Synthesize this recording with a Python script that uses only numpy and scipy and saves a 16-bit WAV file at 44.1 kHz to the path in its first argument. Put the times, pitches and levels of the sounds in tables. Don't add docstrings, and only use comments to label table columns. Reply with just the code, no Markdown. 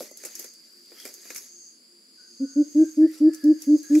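import sys
import numpy as np
from scipy import signal
from scipy.fft import rfft, irfft
from scipy.io import wavfile
from scipy.ndimage import uniform_filter1d

SR = 44100
rng = np.random.default_rng(int(sys.argv[2]) if len(sys.argv) > 2 else 0)


def file_out(sig):
    cols = np.atleast_2d(sig).T
    lim = np.clip(cols, -1, 1)
    pcm = np.round(lim * 32767).astype(np.int16)
    wavfile.write(sys.argv[1], SR, pcm)


N = 176400
TOP_HZ = 15600


def undb(db):
    return 10 ** (np.asarray(db) / 20)


def unit(x):
    return x / np.sqrt(np.mean(x ** 2) + 1e-20)


def fade(u):
    return np.sin(np.pi / 2 * np.clip(u, 0, 1)) ** 2


def walk(rate):
    k = max(int(SR / rate), 1)
    steps = np.repeat(rng.standard_normal(N // k + 1), k)
    smooth = uniform_filter1d(uniform_filter1d(steps, k), k)
    return unit(smooth[:N])


def stereo_noise(side_db):
    mid, side = rng.standard_normal((2, N))
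    return mid + undb(side_db) * side * np.array([[1], [-1]])


def filtered(x, points):
    hz, db = np.array(points, float).T
    size = 2 * N
    f = np.maximum(np.arange(N + 1) * SR / size, 1)
    gain = unit(undb(np.interp(np.log(f), np.log(hz), db)))
    cepstrum = irfft(np.log(gain))
    cepstrum[1:N] *= 2
    cepstrum[N + 1:] = 0
    response = np.exp(rfft(cepstrum))
    return irfft(rfft(x, size) * response)[..., :N]


def colour(x, points):
    return unit(filtered(x, points))


def scrub(x, side_db):
    t60_s, onset_s = 0.32, 0.016
    t = np.arange(N) / SR
    tail = stereo_noise(side_db) * np.exp(-np.log(1000) * t / t60_s) * fade(t / onset_s)
    return signal.fftconvolve(x[None], unit(tail) / np.sqrt(N), axes=1)[:, :N]


def air():
    # f/Hz, relative level/dB
    hush_colour = [(100, -36.5), (160, -1.5), (230, 11.5), (350, 4.5), (480, 1.5), (800, -12.5), (1400, -8),
                   (2200, -8), (5800, -11.5), (7400, 3), (8900, -11.5), (10000, 1.5), (11500, -10),
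                   (15500, -18)]
    level_db = -62.5
    mid = colour(rng.standard_normal(N), hush_colour)
    high_pass = signal.butter(1, 900, "high", fs=SR, output="sos")
    side = signal.sosfilt(high_pass, colour(rng.standard_normal(N), hush_colour))
    hush = mid + undb(-0.5) * side * np.array([[1], [-1]])
    return undb(level_db + .5 * walk(1.1)) * hush


def far_insects(t):
    # t/s, level/dB
    chorus_level = [(0, -58), (.45, -52.5), (.7, -55.5), (1.1, -53), (1.6, -56), (2.02, -58.5), (2.2, -52),
                    (2.5, -52), (3.0, -57.5), (3.5, -53), (4, -55.5)]
    # f/Hz, relative level/dB
    chorus_colour = [(3500, -44), (4200, -21.5), (4500, -7.5), (4730, 0.5), (5250, -14), (6000, -45)]
    times, levels_db = np.array(chorus_level).T
    db = np.interp(t, times, levels_db) + .5 * walk(45)
    return undb(db) * colour(stereo_noise(side_db=-5.5), chorus_colour)


def far_coucals(t):
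    # t/s of one hoot, mid-hoot f/Hz, level/dB
    far_hoots = [(0.336, 350, -60.5), (0.537, 326, -67.5)]
    beat_s, length_s, sag_hz_per_s = .383, 0.15, 120
    out = np.zeros(N)
    for first, hz, db in far_hoots:
        age = (t - first) % beat_s
        pitch = hz - sag_hz_per_s * (age - length_s / 2)
        arch = np.sin(np.pi * np.minimum(age / length_s, 1))
        out += undb(db) * arch * np.sin(2 * np.pi * np.cumsum(pitch) / SR)
    return out


def far_bird(t):
    whistles = [(2.168, 0.16, 1495, 1540, 1423, -62), (2.385, 0.33, 1461, 1469, 1492, -62.5),
                (2.769, 0.14, 1598, 1569, 1594, -58), (3.0, 0.08, 1655, 1765, 1850, -50.5),
                (3.068, 0.06, 1943, 1886, 1790, -56.5), (3.089, 0.4, 1315, 1320, 1270, -67),
                (3.207, 0.43, 1760, 1702, 1693, -56), (3.541, 0.27, 1683, 1652, 1728, -67),
                (3.822, 0.15, 1616, 1687, 1760, -53.5)]
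    hoarse_db, wet_db = -9, -1
    out, waver = np.zeros(N), 1 + 0.02 * walk(260)
    for start, length, first, middle, last, db in whistles:
        u = (t - start) / length
        pitch = np.interp(u, [0, .5, 1], [first, middle, last]) * waver
        phase = 2 * np.pi * np.cumsum(pitch) / SR
        tone = np.sin(phase) * (1 + 0.29 * walk(90))
        hoarse = undb(hoarse_db) * walk(970) * np.cos(phase)
        out += undb(db) * fade(u * 6) * fade((1 - u) * 2) * (tone + hoarse)
    return out + undb(wet_db) * scrub(out, side_db=0.5)


def near_insect(t):
    trills = [(-.25, 0.507, -52.5, 177, 163.8), (0.954, 1.704, -52, 176.6, 160.3),
              (2.148, 2.936, -51.5, 180, 162.3), (3.405, 4.169, -49.5, 177.5, 162.1)]
    # f/Hz, relative level/dB
    trill_colour = [(4500, -42.5), (5700, -21.5), (6100, -15.5), (6330, -1.5), (6560, -1.5), (6850, -15),
                    (8000, -22.5), (9000, -37), (15500, -41)]
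    rise_s, rise_db, stop_s = 0.22, 21, .008
    rasp_share, rasp_db, jitter = 0.45, -4.5, .006
    level, clicks, rasp_gate = np.zeros((3, N))
    unsteady = 1 + jitter * walk(170)
    for start, end, db, first_hz, last_hz in trills:
        on = (t > start) & (t < end)
        rate = np.interp(t, [start, end], [first_hz, last_hz]) * unsteady
        phase = np.cumsum(rate) / SR % 1
        clicks += on * (np.diff(phase, prepend=0) < 0)
        rasp_gate += on * (phase < rasp_share)
        growth_db = db - rise_db * np.exp(-np.maximum(t - start, 0) / rise_s)
        level += on * undb(growth_db) * fade((end - t) / stop_s)
    uneven_clicks = unit(clicks * undb(1.3 * walk(150)))
    rasp = unit(stereo_noise(side_db=7.0) * rasp_gate)
    buzz = level * colour(uneven_clicks + undb(rasp_db) * rasp, trill_colour)
    return buzz + undb(-0.5) * scrub(buzz.mean(axis=0), side_db=-2.5)


def crackle():
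    snaps_per_s, decay_cycles, spread_db = 600, 9, 3.5
    out, age = np.zeros((2, N + 512)), np.arange(512) / SR
    for when, pitch, size, side in rng.random((int(snaps_per_s * N / SR), 4)):
        hz = min(np.interp(pitch, [0, 1], [1400, 14500]), TOP_HZ)
        snap = np.sin(2 * np.pi * hz * age) * np.exp(-age * hz / decay_cycles) * hz
        ears = np.array([[np.sin(side * np.pi / 2)], [np.cos(side * np.pi / 2)]])
        strength = undb(-spread_db * np.log(max(size, .04)))
        i = int(when * N)
        out[:, i:i + len(age)] += ears * snap * strength
    return unit(out[:, :N])


def flutter(x):
    rate_per_s, depth_db, top_band = 55, 3.2, 20
    spectrum = rfft(x)
    f = np.arange(N // 2 + 1) * SR / N
    place = np.sqrt(f / TOP_HZ) * top_band
    out = 0
    for band in range(top_band + 1):
        part = irfft(spectrum * np.maximum(1 - abs(place - band), 0), N)
        out = out + part * undb(depth_db * walk(rate_per_s))
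    return unit(out)


def strikes_on_cage(t):
    # scratch/dB, clatter/dB, thud/dB, and squeak f/Hz
    strikes = [(.004, 0.003, -41.5, -59, -26.5, 5630), (0.026, 0.0034, -43, -52, -65, 6100),
               (0.112, 0.0035, -47, -75, -43.5, 6800), (.171, .0039, -37.5, -66.5, -75, 7480),
               (.236, 0.0032, -39, -46, -44, 6650), (.249, 0.011, -34, -49.5, -43.5, 11300),
               (.352, 0.0026, -29.5, -59, -72, 6600), (0.393, 0.0062, -32, -63, -50, 12300),
               (0.442, .0045, -40, -52, -45, 5600), (0.536, 0.0022, -45.5, -69, -74, 7800),
               (.917, 0.0014, -56, -51, -40.5, 5030), (0.999, 0.0025, -40.5, -50, -59, 4800),
               (1.052, 0.0017, -30.5, -36, -35, 5060), (1.06, 0.0023, -41, -63, -62.5, 13200),
               (1.075, 0.0028, -42, -59.5, -63, 7600), (1.089, 0.0016, -47, -57, -49.5, 11400),
               (1.139, 0.0031, -38, -68, -53.5, 11400), (1.252, 0.0064, -47, -54.5, -50.5, 6960),
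               (1.303, 0.0058, -40, -39, -43, 6050), (1.346, .004, -36.5, -56, -72, 11700),
               (1.355, 0.0028, -47, -40.5, -62, 6560), (1.359, 0.0083, -33.5, -54, -68.5, 11300),
               (1.378, 0.007, -39, -65, -75, 6900), (3.333, 0.0061, -40.5, -57.5, -64.5, 7860),
               (3.345, 0.0026, -34, -59, -54, 6110), (3.439, 0.0025, -38, -55, -64, 5810),
               (3.619, 0.0033, -34, -70, -56, 5760), (3.774, 0.0015, -47, -70, -49, 6070),
               (3.784, .003, -47, -63, -69.5, 5600), (3.83, .001, -38.5, -60, -68, 7440),
               (3.95, .0029, -33, -38, -66, 5600)]
    # f/Hz, relative level/dB
    scratch_colour = [(1500, -30), (3500, -23), (5000, -3), (6200, 1.5), (7600, -2.5), (9000, -7),
                      (11300, 0), (13000, -10.5), (15500, -5.5)]
    # f/Hz, relative level/dB
    clatter_colour = [(400, -23.5), (900, -18), (1350, -6), (2400, 1), (2850, -10.5), (8000, -23.5)]
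    # f/Hz, relative level/dB
    thud_colour = [(140, -33), (230, -2), (350, 6), (580, 2.5), (850, -12.5), (1200, -14.5), (2000, -27)]
    rise_s, shiver_s, shiver_db = .0018, 0.019, -9.5
    squeak_db, squeak_width_hz = -2.5, 700
    force, squeaks = np.zeros((3, N)), np.zeros(N)
    for start, decay, bright, clatter, thud, hz in strikes:
        age = np.maximum(t - start, 0)
        shiver = undb(shiver_db) * np.exp(-age / shiver_s)
        shape = fade(age / rise_s) * (np.exp(-age / decay) + shiver)
        force += undb([bright, clatter, thud])[:, None] * shape
        squeaks += undb(bright + squeak_db) * shape * np.sin(2 * np.pi * hz * age)
    squeaks = squeaks * np.array([walk(2 * squeak_width_hz), walk(2 * squeak_width_hz)])
    scratch = filtered(force[0] * flutter(stereo_noise(side_db=-1)), scratch_colour)
    clatter = filtered(force[1] * unit(stereo_noise(side_db=-13.5)), clatter_colour)
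    thud = filtered(force[2] * rng.standard_normal(N), thud_colour)
    return scratch + squeaks + clatter + thud


def brushing_feathers(t):
    brushes = [(0, 0.074, -41), (0.26, 0.073, -46), (0.413, 0.059, -45), (.68, 0.29, -59.5),
               (1.047, .12, -48.5), (1.335, 0.13, -46), (2.854, .24, -55.5), (3.157, 0.054, -48.5),
               (3.374, 0.099, -57), (3.632, .024, -49.5), (3.752, 0.3, -56), (3.99, 0.071, -44)]
    # f/Hz, relative level/dB
    feather_colour = [(110, -44.5), (210, -0.5), (380, 6.5), (900, -10), (2100, 1), (3100, -6.5),
                      (5500, 5.5), (7600, 3.5), (9200, -6.5), (11300, 1.5), (15500, -12.5)]
    brushing = sum(undb(db) * np.exp(-((t - middle) / half) ** 2) for middle, half, db in brushes)
    rough_noise = stereo_noise(side_db=-6.0) * undb(2 * walk(1500))
    swish = flutter(colour(rough_noise, feather_colour))
    return brushing * (undb(-2) * swish + undb(-8) * crackle())


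def wire_scrapes(t):
    scrapes = [(0.116, 0.043, 2080, -57.5), (0.997, 0.029, 1287, -61.5), (1.01, 0.037, 3220, -51.5),
               (1.397, 0.076, 11100, -53), (3.841, 0.02, 4100, -54.5)]
    width = .03
    out = np.zeros(N)
    for middle, half, hz, db in scrapes:
        swell = undb(db) * np.exp(-((t - middle) / half) ** 2)
        pitch = hz * (1 + width * walk(700))
        out += swell * walk(2 * width * hz) * np.sin(2 * np.pi * np.cumsum(pitch) / SR)
    return out


def cage(t):
    # f/Hz, relative level/dB, t60/s
    wire_modes = [(2071, -6, .4), (2180, -3, .45), (5245, -4, .3), (5835, -5, .3), (7655, -5, .25),
                  (8910, 2, .35), (11180, -3, .2), (11766, -3, .25), (12888, -3, .25)]
    wire_db, wet_db = -25.5, -14
    direct = strikes_on_cage(t) + brushing_feathers(t) + wire_scrapes(t)
    ring = np.zeros(N)
    for hz, db, t60 in wire_modes:
        ring += undb(db) * np.sin(2 * np.pi * hz * t) * np.exp(-np.log(1000) * t / t60)
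    wires = signal.fftconvolve(direct, unit(ring)[None] / np.sqrt(N), axes=1)[:, :N]
    return direct + undb(wire_db) * wires + undb(wet_db) * scrub(direct.mean(axis=0), side_db=-13.0)


def coucal(t):
    hoots = [(2.393, 0.071, 271.1, -18, -26), (2.552, 0.085, 296, -11, -29),
             (2.743, 0.11, 310.3, -7.5, -33), (2.966, 0.11, 313.4, -6.5, -35),
             (3.198, 0.11, 310.2, -7, -35.5), (3.43, 0.11, 303.8, -7.5, -35.5),
             (3.664, 0.11, 297.8, -8.5, -34.5), (3.894, 0.11, 301, -8.5, -34.5)]
    # delay t/s, level/dB relative to the hoot
    echo_taps = [(.021, -19), (.062, -27)]
    attack_s, release_s, voice_stop_s = .018, .03, .012
    swell_db_per_s, crest_s = 68, .037
    scoop_hz, scoop_s, rise_hz_per_s = 34, .01, 280
    drop_hz, drop_s, sac_share = 120, .008, .35
    third_db, rasp_db, puff_db, puff_s = -58.5, -45.5, -60, 0.072
    wet_db = -20.5
    out = np.zeros(N)
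    waver = 1 + .007 * walk(120)
    rasp_colour = [(200, -14), (450, -2), (650, -13.5), (900, -24.5), (2000, -40.0)]
    rasp = colour(rng.standard_normal(N), rasp_colour)
    puff = colour(rng.standard_normal(N), [(150, -1.5), (400, -27.5)])
    for start, length, hz, db, octave_db in hoots:
        age = np.clip(t - start, 0, length)
        onset = fade(age / attack_s)
        gate = (1 - np.exp(-age / attack_s)) * onset * fade((length - age) / release_s)
        voiced = onset * fade((length - age) / voice_stop_s)
        pitch = hz + rise_hz_per_s * (age - length / 2) - scoop_hz * np.exp(-age / scoop_s)
        steady = 2 * np.pi * np.cumsum(pitch * waver * (age > 0)) / SR
        drop = 2 * np.pi * drop_hz * drop_s * np.exp((age - length) / drop_s)
        phase = steady - drop
        sac_phase = steady - sac_share * drop
        swell = undb(swell_db_per_s * np.minimum(age - length + crest_s, 0))
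        octave = undb(octave_db) * np.sin(2 * phase)
        third = undb(third_db) * swell * np.sin(3 * phase)
        breath = undb(rasp_db) * rasp + undb(puff_db) * puff * np.exp(-age / puff_s)
        out += undb(db) * (gate * swell * np.sin(sac_phase) + voiced * (octave + third + breath))
    echoes = sum(undb(db) * np.interp(t - delay, t, out) for delay, db in echo_taps)
    return out + echoes + undb(wet_db) * scrub(out, side_db=-6)


def scene():
    t = np.arange(N) / SR
    background = air() + far_insects(t) + far_coucals(t) + far_bird(t)
    return background + near_insect(t) + cage(t) + coucal(t)


def record(dry):
    return signal.sosfilt(signal.ellip(10, .2, 80, TOP_HZ, fs=SR, output="sos"), dry)


dry = scene()
out = record(dry)
file_out(out)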